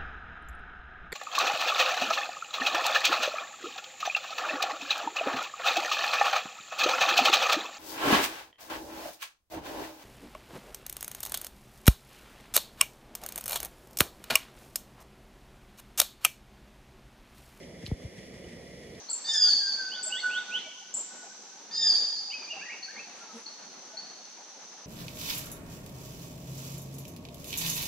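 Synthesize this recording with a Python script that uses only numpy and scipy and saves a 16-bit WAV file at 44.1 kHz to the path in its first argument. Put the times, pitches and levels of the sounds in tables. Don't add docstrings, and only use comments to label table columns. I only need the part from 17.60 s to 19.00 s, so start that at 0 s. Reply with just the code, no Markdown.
import sys
import numpy as np
from scipy import signal
from scipy.fft import rfft, irfft
from scipy.io import wavfile
from scipy.ndimage import uniform_filter1d

SR = 44100
rng = np.random.default_rng(int(sys.argv[2]) if len(sys.argv) > 2 else 0)


def store_pcm(level_fs):
    pcm = np.round(np.clip(level_fs, -1, 1) * 32767).astype(np.int16)
    wavfile.write(sys.argv[1], SR, np.atleast_2d(pcm).T)


N = 61739

# (frequency [Hz], relative level [dB])
RUSH_TONE = [(15, -48), (25, -18), (70, -4), (107, -7.5), (176, 1), (248, -3.5), (316, -4.5), (468, -3.5),
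             (519, -2.5), (706, -13.5), (769, -19), (824, -20), (1080, -26), (1330, -26.5), (1500, -29),
             (1950, -57), (3300, -120)]
RUSH_SIDE_TONE = [(15, -33), (25, -50), (59, -1.5), (98, -7), (280, -10.5), (437, -1.5), (476, -4.5),
                  (1500, -20), (1950, -52), (3300, -120)]
HISS_TONE = [(880, -45), (1500, -10.5), (1760, -2), (1950, 7), (2480, -1), (2630, -10), (2970, -2),
             (3140, -7), (3410, 0.5), (3680, -11.5), (4000, -8), (5500, -12), (5930, -9), (6390, -11.5),
             (7140, -10), (7990, -24), (8450, -13.5), (9450, -15), (10300, -15.5), (13000, -24.5),
             (14000, -27)]
HISS_SIDE_TONE = [(1500, -9.5), (1890, -8.5), (2160, -10), (2900, -8.5), (4300, -14), (5000, -4.5),
                  (5700, -3), (6200, -15), (7400, -12.5), (8500, -9), (10500, -20.5), (11500, -55),
                  (14000, -27)]
# (time [s], level change [dB])
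RUMMAGING_LEVEL = [(0, 1.3), (.12, -1.5), (.17, -1.5), (.24, 1.7), (.30, 2), (.36, -2), (.44, 1), (.52, -1),
                   (.59, 1.9), (.67, 1), (.72, -1), (.76, 1.5), (.82, -0.5), (.90, 1.2), (1.0, -0.1),
                   (1.08, 0.5), (1.4, 0.8)]
# (frequency [Hz], left minus right [dB])
BACKGROUND_LEAN = [(60, -1), (200, 0), (370, -1.5), (670, -4.5), (1230, 2), (1950, -5.5), (2300, -1),
                   (2650, 0.5), (3300, -0.5), (4100, 0.5), (7500, 1), (13700, -1)]
# (frequency [Hz], head start [radians])
RIGHT_HEAD_START = [(100, 0), (500, 0.27), (1100, 0.21), (1850, .75), (3400, 0.24), (4500, 0.13)]
# (time [s], peak [dB],
# left minus right [dB], centre pitch [Hz], pitch spread [octaves], fade time stretch [x], rise [s])
STICK_TOUCHES = [(0.0305, -43, -1, 2370, 0.15, 2, 0.00067), (0.0366, -50, -2, 2800, 0.19, 1.5, 0.00072),
                 (0.259, -45, -3, 4700, 0.18, 1.2, 0.00048), (0.2615, -42.5, 15, 3600, 0.37, 0.66, .0005),
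                 (0.26402, -26.3, 3, 3800, .42, .45, .00028), (0.26474, -27, 0, 3800, .42, .45, .00028),
                 (0.2648, -46.5, 7, 10000, .25, 0.51, 0.00026),
                 (0.2695, -46.5, -19, 4060, 1, 0.59, 0.00084),
                 (0.2733, -50, -12, 11500, 0.35, 1.8, 0.00091), (0.277, -50, 20, 11500, 0.69, 1.3, .0005),
                 (0.4, -58, 6, 1150, 0.27, 1.1, 0.001), (0.8409, -49.5, -6, 2880, 0.056, 3.3, 0.0027),
                 (1.3483, -46, -2, 4400, .7, 0.47, .0005), (1.352, -45.5, -5, 4200, 0.6, 0.67, 0.00044)]
# (pitch [Hz], relative level [dB], time to fade 60 dB [s])
POT_NOTES = [(1200, -7, 0.02), (2244, -35, 0.014), (2930, -17, 0.0058), (3150, -13.5, 0.024),
             (3724, 9, 0.0051), (4170, 0, 0.0094), (4600, -1, 0.0084), (5410, -14, 0.02),
             (5680, -19, 0.022), (6800, -26, 0.0054), (10000, -14.5, 0.0081), (11800, -13.5, 0.0044)]
# (middle time [s], half length [s], level [dB], amount of crackle [0-1])
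FOOD_STIRS = [(0.038, 0.0093, -61, 0.2), (0.227, 0.0051, -53, 0), (0.264, 0.015, -57, 0.85),
              (0.432, 0.017, -59, 0.3), (0.582, 0.012, -53.5, 0), (0.746, 0.017, -58, 0.2),
              (0.892, .011, -55, 0), (0.927, 0.0088, -53, 0.02), (1.235, 0.0086, -58, 0.3),
              (1.393, 0.011, -57, 0.1)]
# (frequency [Hz], relative level [dB])
SCRAPE_TONE = [(500, -23), (1350, -21), (1700, -3.5), (2000, 3.5), (2400, -7.5), (2900, -9), (4200, -15.5),
               (8000, -17.5), (14000, -40)]
CRACKLE_TONE = [(1000, -34), (3000, -25), (5500, 7), (7500, -0.5), (11000, -7), (14000, -20)]
# (time [s], peak [dB], starting pitch [Hz], time to the peak [s],
# how fast each vibration gets longer [s per s], tap level [dB])
LOW_KNOCKS = [(0.2334, -34, 498, 0.0093, 0.45, -57), (0.2778, -36.5, 340, 0.013, 0.555, -50),
              (0.3161, -21.5, 500, 0.0086, 0.75, -38.5), (0.432, -38.5, 420, 0.015, 0.31, -72),
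              (0.449, -33, 111, 0.0064, 0.17, -74), (0.579, -39.5, 170, 0.0068, 0.16, -72),
              (0.757, -42.5, 199, 0.0076, 0.44, -74), (0.847, -46.5, 89, 0.015, 0.23, -67)]
# (pitch [Hz], relative level [dB], time to fade 60 dB [s])
TAP_NOTES = [(433, 5, 0.049), (556, -20, 0.016), (723, 1.5, 0.023), (852, -6, 0.018)]

RUSH_DB, RUSH_SIDE_DB, HISS_DB, HISS_SIDE_DB = -47.5, -60.5, -57, -59
SPLIT_HZ, TOP_HZ = 1500, 14100
FLICKERS_PER_S, FLICKER_DB = 25, 1.23
DIP_TIME_S, DIP_HALF_S, DIP_DB = 0.271, 0.026, -9.5
RIGHT_DELAY_S = 0.00003
ECHO_DB, ECHO_FADE_S = -31, 0.13
FOOD_GRAIN_DB = 2.5
TAP_LEAD_S, TAP_RISE_S = 0.00232, 0.00059
KNOCK_SHAPE = 0.58


def undb(db):
    return 10 ** (np.asarray(db) / 20)


def unit(x):
    return x / np.sqrt(np.mean(x ** 2))


def colour(x, points, band=(0, np.inf)):
    f = np.arange(N // 2 + 1) * SR / N
    hz, db = np.array(points, float).T
    gain = undb(np.interp(np.log(f + 1), np.log(np.sort(hz) + 1), db))
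    return irfft(rfft(x) * gain * (f >= band[0]) * (f < band[1]), N)


def advance(x, points):
    f = np.arange(N // 2 + 1) * SR / N
    radians = np.interp(f, *np.array(points, float).T)
    return irfft(rfft(x) * np.exp(1j * radians), N)


def wander(rate):
    hold = max(int(SR / rate), 1)
    steps = rng.standard_normal(N)[np.arange(N) // hold]
    return unit(uniform_filter1d(steps, hold))


def since(start):
    return np.maximum(np.arange(N) / SR - start, 0)


def pan(db):
    return undb(np.array([[db], [-db]]) / 2)


def rush_and_hiss():
    def noise(tone, band):
        return unit(colour(rng.standard_normal(N), tone, band))
    t = since(0)
    low, high = (0, SPLIT_HZ), (SPLIT_HZ, np.inf)
    dip_db = DIP_DB * np.exp(-((t - DIP_TIME_S) / DIP_HALF_S) ** 2)
    flicker_db = FLICKER_DB * wander(FLICKERS_PER_S)
    rush = undb(RUSH_DB + dip_db + flicker_db) * noise(RUSH_TONE, low)
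    rummaging_db = np.interp(t, *np.array(RUMMAGING_LEVEL).T)
    hiss = undb(HISS_DB + rummaging_db) * noise(HISS_TONE, high)
    side = undb(RUSH_SIDE_DB) * noise(RUSH_SIDE_TONE, low)
    side += undb(HISS_SIDE_DB + rummaging_db) * noise(HISS_SIDE_TONE, high)
    left = colour(rush + hiss + side, [(hz, db / 2) for hz, db in BACKGROUND_LEAN])
    right = colour(rush + hiss - side, [(hz, -db / 2) for hz, db in BACKGROUND_LEAN])
    return np.array([left, advance(right, RIGHT_HEAD_START)])


def chopstick_clicks():
    clicks = np.zeros((2, N))
    for start, db, side_db, centre_hz, spread, stretch, rise in STICK_TOUCHES:
        t = np.array([since(start), since(start + RIGHT_DELAY_S)])
        ring = np.zeros((2, N))
        for hz, note_db, fade_s in POT_NOTES:
            share = np.exp(-(np.log2(hz / centre_hz) / spread) ** 2 / 2)
            fade = undb(note_db - 60 * t / (fade_s * stretch))
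            ring += share * fade * np.sin(2 * np.pi * hz * t)
        ring *= 1 - np.exp(-(t / rise) ** 2)
        clicks += undb(db) * pan(side_db) * ring / np.abs(ring).max()
    echoes = rng.standard_normal((2, N)) * undb(ECHO_DB - 60 * since(0) / ECHO_FADE_S) / 2
    return clicks + signal.fftconvolve(clicks, echoes, axes=1)[:, :N]


def rummaging():
    def gritty_noise(tone):
        noise = rng.standard_normal((3, N))
        spikes = undb(FOOD_GRAIN_DB * np.minimum(rng.exponential(size=N), 5))
        both, left, right = (unit(colour(row, tone)) for row in noise * spikes)
        return both + np.array([left, right]) / 2
    scrape, crackle = gritty_noise(SCRAPE_TONE), gritty_noise(CRACKLE_TONE)
    out = np.zeros((2, N))
    for middle, half_length, db, crackle_amount in FOOD_STIRS:
        swell = np.exp(-((since(0) - middle) / half_length) ** 2)
        out += undb(db) * swell * (scrape + crackle_amount * crackle)
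    return out


def knocks():
    out = np.zeros(N)
    for start, db, start_hz, rise, growth, tap_db in LOW_KNOCKS:
        t = since(start)
        cycles = np.log1p(growth * start_hz * t) / growth
        swell = t / rise * np.exp((1 - (t / rise) ** 2) / 2)
        out -= undb(db) * swell ** KNOCK_SHAPE * np.sin(2 * np.pi * cycles)
        t = since(start - TAP_LEAD_S)
        tap = sum(undb(note_db - 60 * t / fade_s) * np.sin(2 * np.pi * hz * t)
                  for hz, note_db, fade_s in TAP_NOTES)
        fade_in = 1 - np.exp(-(t / TAP_RISE_S) ** 2)
        out -= undb(tap_db) * fade_in * tap
    return out * pan(db=1.05)


def scene():
    return rush_and_hiss() + chopstick_clicks() + rummaging() + knocks()


def record(dry):
    return signal.sosfilt(signal.ellip(10, .2, 80, TOP_HZ, fs=SR, output="sos"), dry)


dry = scene()
out = record(dry)
store_pcm(out)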